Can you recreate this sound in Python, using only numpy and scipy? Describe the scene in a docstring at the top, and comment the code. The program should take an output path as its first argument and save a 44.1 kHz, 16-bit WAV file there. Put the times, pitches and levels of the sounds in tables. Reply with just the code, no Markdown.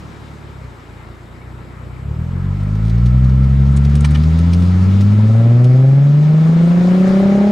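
"""A V6 car on a street, heard from a microphone mounted right beside the tailpipe.
It coasts at first, a faint hum, a wheel ring and one squeak over the low throb of the exhaust.
From two seconds it pulls away hard: firings boom through the muffler and gas rushes from the tip.
Grit crunches under the tyres, and around four seconds they knock twice over a concrete gutter.
The tyre roar grows to the end, and the pipe rasps louder and more unevenly as the revs climb."""
import sys
import numpy as np
from scipy import signal
from scipy.io import wavfile
from scipy.ndimage import uniform_filter1d

SR = 44100
rng = np.random.default_rng(int(sys.argv[2]) if len(sys.argv) > 2 else 0)


def digitize_waveform(pressure):
    """Quantize a signal to 16-bit integers and store it at the path in sys.argv[1].

    Rows of a 2-D input are taken as channels; values are limited to [-1, 1].
    """
    field = np.atleast_2d(pressure).T
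    bounded = np.clip(field, -1, 1)
    quanta = np.round(bounded * 32767).astype(np.int16)
    wavfile.write(sys.argv[1], SR, quanta)


N = 331191
TIME = np.arange(N) / SR

# The six cylinders in firing order. Each entry: relative strength in dB, scaled by the imbalance.
CYLINDERS_DB = [5, -3, -4, -5, 0, 7]


def from_db(db):
    """Decibels to gain."""
    return 10 ** (np.asarray(db) / 20)


def rms_one(x):
    """Scale to unit power."""
    return x / np.sqrt(np.mean(x ** 2) + 1e-20)


def in_time(rows):
    """Each column of a curve at every sample."""
    s, *columns = np.transpose(rows)
    return [np.interp(TIME, s, c) for c in columns]


def by_revs(rows, rate):
    """Read a curve at the given firing rate."""
    return np.interp(rate, *np.transpose(rows))


def at_hz(points, hz):
    """Read a spectrum on a log-frequency axis."""
    points_hz, db = np.transpose(points)
    return np.interp(np.log(hz), np.log(points_hz), db)


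def swell(s, length_s):
    """A smooth rise and fall around one moment."""
    return np.exp(-.5 * np.minimum(((TIME - s) / length_s) ** 2, 100))


def drift(per_s):
    """A random wander, gliding to a new value per_s times a second."""
    knots = rng.standard_normal(4096)
    return np.interp(TIME * per_s, np.arange(len(knots)), knots)


def cut(x, hz, kind, order=2):
    """Butterworth filter."""
    sections = signal.butter(order, np.clip(hz, 10, .45 * SR), kind, fs=SR, output="sos")
    return signal.sosfilt(sections, x)


def resonate(x, hz, width_hz):
    """One resonance with gain 1 at its peak."""
    r = np.exp(-np.pi * width_hz / SR)
    feedback = [1, -2 * r * np.cos(2 * np.pi * hz / SR), r * r]
    return signal.lfilter(np.array([1, 0, -1]) * (1 - r * r) / 2, feedback, x + 1e-18)


def narrow_noise(hz, width_hz):
    """A wavering tone: noise twice through one resonance; rms 1."""
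    return rms_one(resonate(resonate(rng.standard_normal(N), hz, width_hz), hz, width_hz))


def stereo_noise(spectrum, flicker_db):
    """Bands of noise, each with its own level, flicker, width and lean; rms 1 in the middle."""
    # Stereo width. Each row: frequency in Hz, side minus mid in dB.
    width = [(60, -8.5), (99, 0), (160, -4), (270, -7.5), (450, -7.5), (740, -9), (1220, 0), (2010, -3.5),
             (3330, -5.5), (5500, -11), (9080, -7), (15000, -25.5)]
    # Lean to one side. Each row: frequency in Hz, left minus right in dB.
    lean = [(60, -1), (99, 7), (160, -2.5), (270, 0.5), (450, 0), (740, -4), (1220, 6), (2010, 4.0),
            (3330, 4.5), (5500, 0.5), (9080, 3), (15000, -8)]
    out, edges = 0, np.geomspace(22, 16000, 25)
    sides = np.array([[1], [-1]])
    white = rng.standard_normal((2, 2, N))
    for k, (low, high) in enumerate(zip(edges, edges[1:])):
        hz, flicker = np.sqrt(low * high), drift(per_s=25)
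        if spectrum[0][0] < high and low < spectrum[-1][0]:
            mid, side = cut(white[k % 2], [low, high], "band")
            pair = mid + sides * side * from_db(at_hz(width, hz))
            pair *= from_db(sides * at_hz(lean, hz) / 2)
            out = out + pair * from_db(at_hz(spectrum, hz) + flicker_db * flicker)
    return out / np.std(out.mean(axis=0))


def whines(mic_hiss_db=-69):
    """Thin tones, one squeak and a faint steady microphone hiss, soon buried under the exhaust."""
    # A hum and a sizzle. Each row: frequency in Hz, width in Hz, level in dB.
    thin_tones = [(345.6, 5.3, -53.5), (7650, 960, -68)]
    # A metallic ring on each wheel turn: frequency in Hz, width in Hz, level in dB, turns per second.
    wheel_ring = (3687, 50, -63.5, 7)
    # The squeak: time in seconds, frequency in Hz, level in dB, length in seconds.
    brief_squeak = (1.421, 2240, -42, .005)
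    tones = sum(from_db(db) * narrow_noise(hz, width) for hz, width, db in thin_tones)
    hz, width, db, per_s = wheel_ring
    turning = np.cos(np.pi * per_s * TIME) ** 2
    wheel = from_db(db) * narrow_noise(hz, width) * turning * swell(1.2, .55)
    s, hz, db, length_s = brief_squeak
    squeak = from_db(db) * swell(s, length_s) * np.sin(2 * np.pi * hz * TIME)
    mic_hiss = from_db(mic_hiss_db) * rms_one(cut(rng.standard_normal(N), [7000, 13500], "band"))
    return tones + wheel + squeak + mic_hiss


def road(gusts, gust_share=0.12, ring_db=-8, ring_throb=0.23, throb_hz=10):
    """Tyre roar with one narrow, throbbing ring, and hiss; all flutter a little with the gusts."""
    # Tyre roar, then road hiss. Each row: time in seconds, relative level in dB.
    roar_levels = [(0, -42), (1.3, -44), (2.05, -42.5), (3, -39.5), (4.8, -36), (5.95, -38), (7.1, -31),
                   (7.51, -32)]
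    hiss_levels = [(0, -54), (1.25, -61.5), (2.05, -61.5), (2.9, -53), (3.45, -53.5), (4.1, -47),
                   (4.9, -46), (5.9, -50.5), (7.1, -43), (7.51, -46)]
    # Their spectra. Each row: frequency in Hz, relative density in dB.
    roar_spectrum = [(100, 1), (300, 6), (400, 5.5), (620, -1.5), (850, -0.5), (1100, -1.5), (1600, -6.5),
                     (2100, -7), (2700, -16.5), (4000, -22.5), (8000, -46)]
    hiss_spectrum = [(1200, -16), (2500, 2), (3500, 4), (5000, 0), (6500, -4), (8000, -10), (9500, -15.5),
                     (12500, -18.5), (15500, -34.5)]
    (roar_db,), (hiss_db,) = in_time(roar_levels), in_time(hiss_levels)
    ring = from_db(ring_db) * narrow_noise(hz=1318, width_hz=100)
    ring *= np.interp(TIME, [1.8, 3, 5.4, 6.3], [0.27, 0.79, 0.62, 0.38])
    ring *= 1 + ring_throb * np.sin(2 * np.pi * throb_hz * TIME)
    roar = from_db(roar_db + 1.5) * (stereo_noise(roar_spectrum, flicker_db=1.5) + ring)
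    hiss = from_db(hiss_db + 0.5) * stereo_noise(hiss_spectrum, flicker_db=1.85)
    return (roar + hiss) * (1 + gust_share * (gusts - 1))


def grit(rise_s=.005, t60_s=.06, grain_db=8, fine_from_s=2.6, fine_until_s=5.2, fine_per_s=18):
    """Each stone gives a grainy crunch with a bright tick; fine grit lies around the gutter."""
    # Larger stones under the tyres. Each row: time in seconds, relative crunch and tick levels in dB.
    stones = [(2.6294, -56, -56), (2.8489, -51, -70), (2.8973, -46.5, -68), (3.0594, -47.5, -67),
              (3.7644, -45.5, -38), (3.848, -43, -71), (3.952, -41, -42), (4.0057, -49, -40),
              (4.047, -33.5, -35), (4.1074, -45, -43), (4.146, -42, -66), (4.2358, -44.5, -60),
              (4.388, -50, -54), (4.5325, -36, -44), (4.6214, -42, -61), (5.0077, -39.5, -67),
              (5.6421, -40.5, -57)]
    times = fine_from_s + (np.arange(64) + rng.random(size=64)) / fine_per_s
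    sizes_db = 3 * rng.standard_normal((len(times), 2)) + [-55, -63.5]   # crunch, tick
    fine = [(s, *db) for s, db in zip(times, sizes_db) if s < fine_until_s]
    age = TIME[:SR // 4]
    shape = np.minimum(age / rise_s, 1) * from_db(-60 * np.maximum(age - rise_s, 0) / t60_s)
    crunch, tick = np.zeros((2, N))
    for s, crunch_db, tick_db in list(stones) + fine:
        at = int((s - rise_s / 2) * SR)
        crunch[at:at + len(age)] += from_db(crunch_db + 4.5) * shape
        tick[at:at + len(age)] += from_db(tick_db + 1.5) * shape
    grains = rng.standard_normal(N) + 0.1 * rng.standard_normal((2, N))   # almost mono
    grains *= from_db(grain_db * rng.standard_normal(N))
    body = rms_one(cut(grains, [1500, 5500], "band"))
    treble = rms_one(cut(grains, [6400, 9200], "band", order=3))
    return crunch * body + tick * treble


def knocks(top_hz=6000):
    """Each tyre scuffs over the gutter edge for a few milliseconds and sets the underbody ringing."""
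    # Tyres on the edge. Each row: time in seconds, level in dB, length in seconds.
    hits = [(4.050, -22, .004), (4.156, -26, .006)]
    # Wheel and underbody modes. Each row: frequency in Hz, width in Hz, relative level in dB.
    modes = [(1000, 100, -3), (1330, 90, -3), (1880, 120, 0), (2350, 160, -6), (2930, 220, -5)]
    push = sum(from_db(db) * swell(s, length_s) for s, db, length_s in hits)
    scuff = cut(rng.standard_normal(N) + .5 * rng.standard_normal((2, N)), top_hz, "low")
    return push * rms_one(sum(from_db(db) * resonate(scuff, hz, width) for hz, width, db in modes))


def rasp(firings, rate, strength, rough=0.25, low_hz=330, top_hz=1500):
    """The steep front of each pulse rings the tailpipe, with a puff of turbulence behind it."""
    # Tailpipe resonances. Each row: frequency in Hz, width in Hz, relative level in dB.
    modes = [(368, 33, 3.5), (537, 116, 0), (590, 57, 3), (706, 78, -9.5), (816, 33, -9), (1310, 57, -34)]
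    fronts = np.diff(np.floor(firings), prepend=np.floor(firings[0]))
    puffs = rms_one(np.exp(-(firings % 1) / .3)) * rng.standard_normal(N) * np.sqrt(rate / SR)
    drive = strength * (fronts + rough * puffs)
    rings = sum((-1) ** k * from_db(db) * resonate(drive, hz, width)
                for k, (hz, width, db) in enumerate(modes))
    rings = cut(cut(rings, low_hz, "high", order=4), top_hz, "low", order=4)
    return rings / np.sqrt(uniform_filter1d(rings ** 2, size=8000) + 1e-12)   # held near rms 1


def boom(firings, rate, strength, muffler_hz=58, muffler_q=0.74):
    """The muffler rounds each firing into a few low harmonics and delays those above its resonance."""
    # The throttle. Each row: time in seconds, pulse strength in dB.
    throttle = [(0, -34), (0.58, -32), (0.86, -36.5), (1.38, -34), (1.85, -32), (2.12, -18), (2.6, -15),
                (3.08, -9.5), (4.15, -9.5), (5.7, -7), (7.51, -4)]
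    # Pulses grow rounder with the revs. Each row is a harmonic: dB at low revs, dB at high revs.
    pulse = [(0.0, -1), (-3.5, -3), (-7, -6.5), (-7, -12.5), (-12.5, -38)]
    # The pulse changes shape between these two firing rates in Hz.
    rounding_hz = [43, 62]
    # Growl of unequal cylinders. Each row: multiple of the six-firing cycle rate, relative level in dB.
    growl_orders = [(9, -26), (11, -27.5), (13, -25.5)]
    # What the muffler lets through. Each row: frequency in Hz, gain in dB.
    muffler = [(28, -31), (42, -15), (60, -2.5), (90, -2), (128, 0.5), (170, -3.5), (215, -6.5), (265, -17),
               (315, -31.5), (345, -65.5)]
    throttle_db, = in_time(throttle)
    harmonics = [(k, np.interp(rate, rounding_hz, shape_db)) for k, shape_db in enumerate(pulse, 1)]
    growl = [(multiple / len(CYLINDERS_DB), db) for multiple, db in growl_orders]
    out = 0
    for k, db in harmonics + growl:
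        hz = k * rate
        lag = 2 * np.arctan(muffler_q * (hz / muffler_hz - muffler_hz / hz))
        gain = from_db(throttle_db + db + at_hz(muffler, hz))
        out = out - gain * np.sin(2 * np.pi * k * firings - lag)
    return np.sqrt(2) * out * strength


def exhaust(throb=.35, boom_share=.2, gust_share=0.17, rasp_scatter_db=.7, crank_db=-42):
    """Six cylinders fire in turn; each firing booms, rasps and pushes out a gust of gas."""
    # Engine speed. Each row: time in seconds, firings per second.
    revs = [(0.0, 36.65), (0.48, 35.68), (0.78, 27.8), (1.25, 29.28), (1.6, 30.95), (1.94, 30.35),
            (2.33, 44.46), (2.75, 52.41), (3.17, 63.54), (3.7, 68.72), (4.15, 74.13), (4.45, 85.03),
            (4.8, 92.47), (5.25, 107.68), (5.8, 130.49), (6.3, 153.66), (6.8, 176.79), (7.2, 194.44),
            (7.51, 206.31)]
    # Flow through the tailpipe. Each row: time in seconds, rasp level in dB, gas rush level in dB.
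    flow = [(0, -73, -39.5), (.8, -66, -50.5), (1.8, -63, -44), (3, -48, -32), (4.4, -42, -28.5),
            (5.1, -41, -26.5), (5.38, -29, -26.5), (5.8, -27.5, -30), (6.15, -36.5, -27.5),
            (7.2, -20.5, -24), (7.51, -21, -29)]
    # Cylinders grow more unequal with the revs. Each row: firings per second, factor on CYLINDERS_DB.
    imbalances = [(60, 0.42), (140, 0.65), (195, 1.33)]
    # Combustion steadies with the revs. Each row: firings per second, scatter between firings in dB.
    scatter = [(30, 3), (55, 0.5), (100, 0.05)]
    # Brief surges at low revs. Each row: time in seconds, extra boom in dB, length in seconds.
    surges = [(1.525, 5, 0.043), (1.69, 5, 0.015)]
    # Gas leaving the tip. Each row: frequency in Hz, relative density in dB.
    rush_spectrum = [(25, -25.5), (60, -23.5), (95, -14), (140, 2.5), (240, 0.5), (320, -14.5),
                     (450, -13.5), (650, -33), (1000, -38), (2000, -54)]
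    rate, = in_time(revs)
    rasp_db, rush_db = in_time(flow)
    imbalance, scatter_db = by_revs(imbalances, rate), by_revs(scatter, rate)
    firings = np.cumsum(rate) / SR
    front = firings + .6   # the steep front comes ahead of the pressure peak
    index = np.arange(1024)
    boom_luck, rasp_luck = (np.interp(front, index, luck) for luck in rng.standard_normal((1024, 2)).T)
    pattern_db = np.array(CYLINDERS_DB)[index % len(CYLINDERS_DB)]
    uneven_db = imbalance * np.interp(front, index, pattern_db)

    boom_db = boom_share * uneven_db + scatter_db * boom_luck   # the muffler evens the firings out
    boom_db += sum(db * swell(s, length_s) for s, db, length_s in surges)
    # Unequal cylinders also pulse once per crank turn, every third firing.
    crank = from_db(crank_db) * imbalance ** 3 * np.cos(2 * np.pi * firings / 3)
    low = (boom(firings, rate, from_db(boom_db)) + crank) * from_db([[.35], [-.35]])   # a touch left
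    front_db = uneven_db + rasp_scatter_db * rasp_luck
    bark = from_db(rasp_db) * rasp(front, rate, from_db(front_db)) * from_db([[-.4], [.4]])
    gusts = (1 + throb * np.cos(2 * np.pi * front)) * from_db(gust_share * uneven_db)
    rush = from_db(rush_db) * stereo_noise(rush_spectrum, flicker_db=-1.0) * gusts
    return low + bark + rush, gusts


def scene():
    """Exhaust close to the microphone, road noise all around."""
    tailpipe, gusts = exhaust()
    return tailpipe + road(gusts) + whines() + grit() + knocks()


def record(dry, cutoff_hz=15600):
    """The top of the treble is cut steeply."""
    return signal.sosfilt(signal.ellip(10, .1, 80, cutoff_hz, fs=SR, output="sos"), dry)


dry = scene()
out = record(dry)
digitize_waveform(out)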